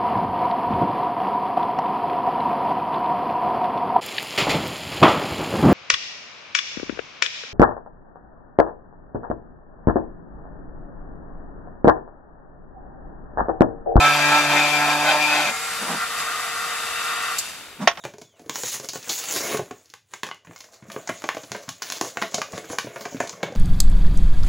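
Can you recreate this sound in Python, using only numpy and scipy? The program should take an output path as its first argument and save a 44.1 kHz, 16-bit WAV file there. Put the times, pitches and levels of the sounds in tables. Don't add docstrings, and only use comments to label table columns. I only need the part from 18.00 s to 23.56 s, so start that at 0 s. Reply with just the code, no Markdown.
import sys
import numpy as np
from scipy import signal
from scipy.fft import rfft, irfft
from scipy.io import wavfile
from scipy.ndimage import uniform_filter1d

SR = 44100
rng = np.random.default_rng(int(sys.argv[2]) if len(sys.argv) > 2 else 0)


def transcribe(signal):
    frames = np.atleast_2d(signal).T
    limited = np.clip(frames, -1, 1)
    pcm = np.round(limited * 32767).astype(np.int16)
    wavfile.write(sys.argv[1], SR, pcm)


N = 245195

# f/Hz, relative level/dB, t60/s
HOLLOW_MODES = [(129, 8, 0.048), (183, 2, 0.053), (306, 7.5, 0.032), (440, 9, 0.028), (552, 10.5, 0.029),
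                (664, 8, 0.055), (896, 2, 0.0082)]
# f/Hz, relative level/dB, t60/s
SHELL_MODES = [(1088, 14, 0.014), (1507, 15, 0.0062), (1810, 12.5, 0.0045), (2210, 3.5, 0.015),
               (2760, -6.5, 0.014)]
# t/s, pitch the flexing favours f/Hz, gain above 9 kHz/dB
OPENING_SHAPE = [(0, 520, 4), (1.25, 480, 5), (1.45, 384, 1.5), (2.35, 440, 1.5), (2.6, 604, 2),
                 (5.56, 487, -2.5)]


def gain_of(db):
    return 10 ** (np.asarray(db) / 20)


def evened(x):
    return x / np.sqrt(np.mean(x ** 2) + 1e-20)


def loudest(x, size):
    return x / np.sqrt(uniform_filter1d(x ** 2, size).max())


def smoothed_noise(count, size):
    return evened(uniform_filter1d(rng.standard_normal(count), size))


def highpass(hz):
    return signal.butter(2, hz, "high", fs=SR, output="sos")


def read(points, hz):
    f, value = np.transpose(points)
    return np.interp(np.log(hz + 1), np.log(f + 1), value)


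def add(mix, start_s, sound):
    part = mix[round(start_s * SR):][:len(sound)]
    part += sound[:len(part)]


def colour(x, points, size=2048):
    hz = abs(np.fft.fftfreq(size, 1 / SR))
    log_gain = read(points, hz) * np.log(10) / 20
    taps = np.fft.ifft(np.exp(np.conj(signal.hilbert(log_gain)))).real
    return signal.oaconvolve(x, taps[:size // 2])[:len(x)]


def rings(modes, shift=1, size=3000):
    hz, db, t60_s = np.transpose(modes)[:, :, None]
    t = np.arange(size) / SR
    return gain_of(db - 60 * t / t60_s) * np.sin(2 * np.pi * hz * shift * t)


def detuned_rings(modes):
    detune = .05
    return rings(modes, 1 + detune * rng.standard_normal((len(modes), 1)))


def grains(per_s, spread_db):
    size_db = spread_db * np.minimum(rng.exponential(1, N), 5)
    size = gain_of(size_db) * rng.choice([-1., 1.], N)
    return size * (rng.random(N) < per_s / SR)


def still_air():
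    # f/Hz, relative level per Hz/dB
    air_spectrum = [(30, -43), (90, 16), (300, -46), (8000, -81)]
    return gain_of(-57.5) * evened(colour(rng.standard_normal(N), air_spectrum))


def room(x):
    # f/Hz, t60/s
    decay_times = [(200, 0.22), (1000, 0.14), (3000, 0.27), (8000, 0.25), (15000, 0.22)]
    # f/Hz, relative level/dB
    wall_gain = [(200, 5), (800, 4), (2500, 3.5)]
    room_db, slot = -3.5, 16
    t, wet = np.arange(N) / SR, np.zeros(N)
    for k in range(3):
        taps = np.zeros(SR // 2)
        at = np.arange(150, SR // 2 - slot, slot)
        taps[at + rng.integers(0, slot, len(at))] = rng.choice([-1., 1.], len(at))
        hz, lag_s, bands = signal.stft(taps, SR, nperseg=128)
        fall_db = 60 * lag_s / read(decay_times, hz)[:, None]
        bands = bands * gain_of(read(wall_gain, hz)[:, None] - fall_db)
        tail = signal.istft(bands, SR, nperseg=128)[1]
        share = np.sqrt(2 / 3) * np.cos(np.pi * (t / 0.35 + k / 3))
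        wet += signal.oaconvolve(x * share, tail / np.linalg.norm(tail))[:N]
    return gain_of(room_db) * wet


def squeak(length_s, first_hz, last_hz, db):
    sag_power, fade_db = 1.25, -8
    u = np.arange(0, length_s, 1 / SR) / length_s
    hz = first_hz + (last_hz - first_hz) * np.sin(np.pi / 2 * u ** sag_power) ** 2
    waver = smoothed_noise(len(u), 150)
    phase = 2 * np.pi * np.cumsum(hz * (1 + 0.005 * waver)) / SR
    octave = gain_of(-3 - 25 * u ** 2) * np.sin(2 * phase)
    level_db = db + fade_db * u ** 2 + 3 * waver
    return gain_of(level_db) * (np.sin(phase) + octave) * signal.windows.tukey(len(u), .2)


def effort(t):
    # t/s, crackle of fibres and film/dB, flexing of the pack/dB
    busy_levels = [(0, -56, -57), (.3, -70, -64.5), (.46, -51, -54), (.8, -69, -64), (1.07, -31.5, -52),
                   (1.62, -49, -46), (1.8, -50, -59), (2.04, -73, -94), (2.138, -46, -60), (2.4, -82, -65),
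                   (2.521, -49.5, -54.5), (2.81, -59.5, -58), (2.92, -43.5, -43), (3.34, -42.5, -54),
                   (3.64, -43, -45.5), (3.78, -54.5, -63), (4.2, -39.5, -49.5), (4.62, -47, -47),
                   (5.1, -40, -43.5), (5.56, -54, -44)]
    # start t/s, length/s, crackle/dB, flexing/dB, level change over the pull/dB
    pull_events = [(0.55, 0.053, -28, -43.5, 2.5), (0.655, 0.095, -21.5, -61, -1),
                   (0.834, 0.01, -38, -44.5, 4.5), (0.951, 0.025, -30, -67, -8),
                   (1.109, 0.27, -20.5, -44, -13.5), (1.287, 0.08, -23.5, -45, 4.5),
                   (1.349, 0.069, -23, -28, 0.5), (1.444, 0.1, -23, -28.5, 3),
                   (2.728, 0.015, -49.5, -57, 7), (3.838, 0.13, -33, -46, 2.5),
                   (4.044, 0.045, -30.5, -36, 1.5), (4.517, 0.068, -39, -39.5, 6),
                   (4.694, 0.042, -35, -38.5, 4.5), (5.001, 0.019, -39, -48.5, 9),
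                   (5.243, 0.028, -40, -32.5, -9), (5.462, 0.014, -53, -36, 2)]
    rise_db_per_s, fall_db_per_s = 490.5, 495
    s, *levels = np.transpose(busy_levels)
    power = gain_of([np.interp(t, s, db) for db in levels]) ** 2
    for start_s, length_s, crackle_db, flex_db, change_db in pull_events:
        u = t - start_s
        shape_db = rise_db_per_s * np.minimum(u, 0) - fall_db_per_s * np.maximum(u - length_s, 0)
        shape_db += change_db * np.clip(u / length_s, 0, 1)
        power += gain_of([[crackle_db], [flex_db]]) ** 2 * gain_of(np.maximum(shape_db, -99)) ** 2
    return 10 * np.log10(power)


def fibre_crackle(crackle_db, clumps):
    # f/Hz, relative level/dB
    crackle_gain = [(400, 1.5), (1200, -1), (2500, -3.5), (5000, -5), (9000, 3.5), (16000, 7.5)]
    drift_db = 3.5
    tick_share = np.interp(crackle_db, [-50, -32], [.8, .4])
    slips = evened(grains(4500, 2.6)) + tick_share * evened(grains(200, 4.))
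    crackle = evened(colour(slips, crackle_gain) * gain_of(1.4 * clumps))
    bands = signal.stft(crackle, nperseg=256)[2]
    patches = uniform_filter1d(rng.standard_normal(bands.shape), 14, 0)
    patches = evened(uniform_filter1d(patches, 16, 1))
    drifting = signal.istft(bands * gain_of(drift_db * patches), nperseg=256)[1][:N]
    return gain_of(crackle_db) * evened(drifting)


def pack_flexing(flex_db, clumps):
    bodies = np.vstack([rings(HOLLOW_MODES), gain_of(1.5) * rings(SHELL_MODES)])
    s, favoured_hz, _ = np.transpose(OPENING_SHAPE)
    mode_hz = np.concatenate([np.transpose(HOLLOW_MODES)[0], np.transpose(SHELL_MODES)[0]])
    track_hz = np.interp(np.arange(N) / SR, s, favoured_hz)
    flex = np.zeros(N)
    for hz, body in zip(mode_hz, bodies):
        octaves = np.minimum(abs(np.log2(hz / track_hz)), 1)
        slips = grains(240, 3.2) * gain_of(2.5 * clumps) * gain_of(-11 * octaves)
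        flex += signal.oaconvolve(slips, body)[:N]
    return gain_of(flex_db) * evened(flex)


def handling():
    crackle_db, flex_db = effort(np.arange(N) / SR)
    clumps = [evened(uniform_filter1d(smoothed_noise(N, 400), 400)) for _ in range(2)]
    return fibre_crackle(crackle_db, clumps[0]) + pack_flexing(flex_db, clumps[1])


def crease_slip(slip_ms):
    break_height = 0.44
    t = np.arange(2000) / SR
    fade = np.exp(-t * 1000 / max(slip_ms, .3)) + break_height * np.exp(-t / 0.00093)
    catches = gain_of(6 * smoothed_noise(2000, 40))
    slip = rng.standard_normal(2000) * fade * catches ** np.minimum(t / .003, 1)
    lines = rfft(slip * np.minimum(t / .0004, 1), 4096)
    return irfft(lines / uniform_filter1d(abs(lines), 40))[:2000]


def snap(crack_db, hollow_db, shell_db, hollow_hz, slip_ms):
    slip = crease_slip(slip_ms)
    crack = signal.sosfilt(highpass(2600), slip)
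    tints_db = 3 * rng.standard_normal(6)
    crack = colour(crack, list(zip(np.geomspace(2500, 16000, 6), tints_db)), size=256)
    spot_db = 3.2 * rng.standard_normal((len(SHELL_MODES), 1))
    shell = (gain_of(spot_db) * detuned_rings(SHELL_MODES)).sum(0)
    octaves = np.log2(np.transpose(HOLLOW_MODES)[0] / hollow_hz)[:, None]
    hollow = (gain_of(-15 * abs(octaves)) * detuned_rings(HOLLOW_MODES)).sum(0)
    push = np.convolve(slip, np.hanning(int(.7 * SR / hollow_hz)), "full")[:2000]
    out = gain_of(hollow_db) * loudest(signal.fftconvolve(push, hollow), size=400)
    out += gain_of(shell_db) * loudest(signal.fftconvolve(slip, shell), size=400)
    out[:2000] += gain_of(crack_db) * loudest(crack, size=60)
    return out


def opening_treble(pack):
    s, _, top_db = np.transpose(OPENING_SHAPE)
    top = signal.sosfiltfilt(highpass(9000), pack)
    return pack + (gain_of(np.interp(np.arange(N) / SR, s, top_db)) - 1) * top


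def scene():
    # t/s, crack/dB, hollow pack/dB, shell/dB,
    # pitch the hollow favours f/Hz, decay time of the slip/ms (at least 0.3 is used)
    crease_events = [(0.0379, -36, -34, -37, 342, 16), (0.0511, -27, -22, -30, 550, 1.3),
                     (0.1369, -46.5, -35, -46, 375, 5), (0.183, -41, -36.5, -48.5, 446, 2.1),
                     (0.2147, -40, -35, -46.5, 344, 5.1), (0.3943, -46.5, -41, -53.5, 500, 4.3),
                     (0.417, -64, -36.5, -76, 378, 2.7), (0.4609, -50, -33.5, -57, 347, 3.8),
                     (0.4954, -19, -24.5, -25.5, 328, 1.2), (0.5568, -20.5, -66, -27, 517, 2.2),
                     (0.634, -24.5, -25.5, -31.5, 514, 4), (0.798, -33.5, -29.5, -37, 436, 2.9),
                     (0.8452, -33, -34, -41, 410, 2.8), (0.8875, -23, -36.5, -37.5, 400, 4.6),
                     (0.9342, -32, -35, -38, 554, 3.2), (0.9559, -34, -24.5, -35, 480, 4.5),
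                     (1.028, -36, -59, -58, 390, 2.3), (1.075, -39, -35.5, -39.5, 500, 3.7),
                     (1.0929, -20, -33, -35, 547, 11), (1.542, -52, -16, -29, 384, 6.1),
                     (1.571, -21, -54, -28, 342, 4.3), (1.592, -45, -16.5, -33, 500, 7.5),
                     (1.7092, -37, -24.5, -33, 413, 3.6), (1.857, -47.5, -61, -85, 442, 3.1),
                     (1.9, -43.5, -56, -71, 310, 1.7), (1.938, -32.5, -76, -38.5, 474, 1.8),
                     (2.136, -32, -42, -31, 759, 3.1), (2.2326, -23, -30, -23, 780, 3.3),
                     (2.266, -34, -36, -39, 743, 3), (2.288, -37, -40, -34, 764, 1),
                     (2.3134, -56, -67, -28, 773, 0.45), (2.345, -41, -57, -62, 700, 0.95),
                     (2.4472, -51.5, -45, -48, 145, 4.5), (2.47, -54, -34.5, -46, 190, 4.3),
                     (2.494, -64, -30.5, -68, 253, 1), (2.5104, -50, -41, -43, 507, 1.9),
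                     (2.5327, -63, -62, -51, 593, 2.3), (2.561, -36.5, -69, -41.5, 619, 1.8),
                     (2.579, -42, -68, -60, 600, 1), (2.605, -34, -70, -43, 571, 2.2),
                     (2.641, -43, -49, -48.5, 550, 4.8), (2.823, -59, -32, -49, 198, 6),
                     (2.884, -51, -32, -61, 186, 3.6), (2.9, -39.5, -53, -36, 400, 1.6),
                     (2.917, -32, -49, -52, 500, 5), (2.9415, -47, -37, -47, 436, 2.6),
                     (2.9625, -40.5, -20, -31.5, 570, 1.6), (3.0734, -29.5, -39, -31.5, 541, 5.7),
                     (3.0911, -26.5, -24, -25.5, 680, 2.2), (3.095, -26.5, -18, -23.5, 680, 3.6),
                     (3.22, -32, -56, -36, 762, 2.2), (3.24, -29.5, -22, -28, 536, 1.9),
                     (3.2895, -19.5, -61, -16.5, 439, 0.66), (3.347, -33.5, -32, -35, 600, 3),
                     (3.368, -37, -22.5, -32.5, 670, 2.7), (3.434, -39, -36, -44, 400, 6.4),
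                     (3.495, -58, -48, -51, 500, 2), (3.508, -55, -28, -57, 223, 9),
                     (3.5177, -22, -26.5, -29, 374, 1.7), (3.547, -41, -27, -31, 547, 8.1),
                     (3.68, -54, -25, -39, 236, 3.3), (3.69, -22, -38, -30.5, 680, 1.8),
                     (3.8203, -19, -63, -27.5, 746, 5.4), (3.901, -20, -38, -32, 610, 0.44),
                     (3.922, -14.5, -39.5, -30, 517, 2.4), (4.0116, -14.5, -15.5, -21.5, 535, 2.2),
                     (4.159, -60, -40, -48, 700, 5.7), (4.1711, -24, -23, -23, 676, 1.4),
                     (4.2159, -25.5, -25.5, -27, 708, 11.4), (4.223, -22, -37, -18, 643, 1.1),
                     (4.3196, -38, -39, -45, 549, 6.5), (4.3414, -43, -23, -32, 600, 1.1),
                     (4.344, -16, -22.5, -32, 620, 3.3), (4.3501, -29, -53, -39, 614, 1.6),
                     (4.3808, -30, -22.5, -32, 590, 5.2), (4.417, -21.5, -49, -20.5, 695, 1.04),
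                     (4.532, -41, -22, -36.5, 186, 8.2), (4.578, -26, -26, -32, 448, 1),
                     (4.643, -38, -36, -39.5, 298, 6.9), (4.7, -37, -21.5, -33.5, 262, 2.8),
                     (4.7849, -16.5, -59, -18, 638, 2.5), (4.845, -39, -23, -60, 320, 1.9),
                     (4.8688, -57, -26.5, -40, 453, 3.9), (4.9591, -35, -31.5, -32.5, 740, 6),
                     (5.009, -35, -33.5, -40, 308, 9.3), (5.053, -33, -25.5, -29, 660, 4.5),
                     (5.122, -46, -30.5, -49, 392, 2.7), (5.145, -37, -18, -42.5, 290, 0.88),
                     (5.168, -39, -47, -40, 500, 4), (5.2017, -22.5, -14.5, -21, 695, 9.1),
                     (5.2733, -32, -39, -40, 590, 2.3), (5.294, -26, -50, -35, 690, 1.7),
                     (5.33, -58, -33.5, -41, 184, 1.4), (5.4298, -22, -16.5, -23, 546, 3.9),
                     (5.5, -57, -28, -64, 304, 2.1), (5.5225, -43.5, -26.5, -55, 560, 2),
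                     (5.5504, -37, -27.5, -53, 589, 6.6)]
    # start t/s, length/s, first f/Hz, last f/Hz, starting level/dB
    squeak_events = [(0, .035, 3800, 3200, -60), (.235, .195, 3500, 2400, -68)]
    pack = handling()
    for start_s, *row in crease_events:
        add(pack, start_s, snap(*row))
    pack = opening_treble(pack)
    for start_s, *row in squeak_events:
        add(pack, start_s, squeak(*row))
    heard = pack + room(pack) + still_air()
    return np.array([heard, heard])


def record(dry):
    # f/Hz, gain/dB
    mic_gain = [(45, -34), (70, -24.5), (105, -13), (200, -8), (4300, 4), (5500, 3.5), (6800, 7.5),
                (7600, -2), (8500, -13), (10500, -9), (12000, -15), (13500, -23.5), (14700, -13),
                (15500, -11.5)]
    edge_hz = 15900
    coloured = np.array([colour(channel, mic_gain) for channel in dry])
    band_limit = signal.firwin(511, edge_hz, window=("kaiser", 9), fs=SR)
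    return signal.oaconvolve(coloured, band_limit[None], "same")


dry = scene()
out = record(dry)
transcribe(out)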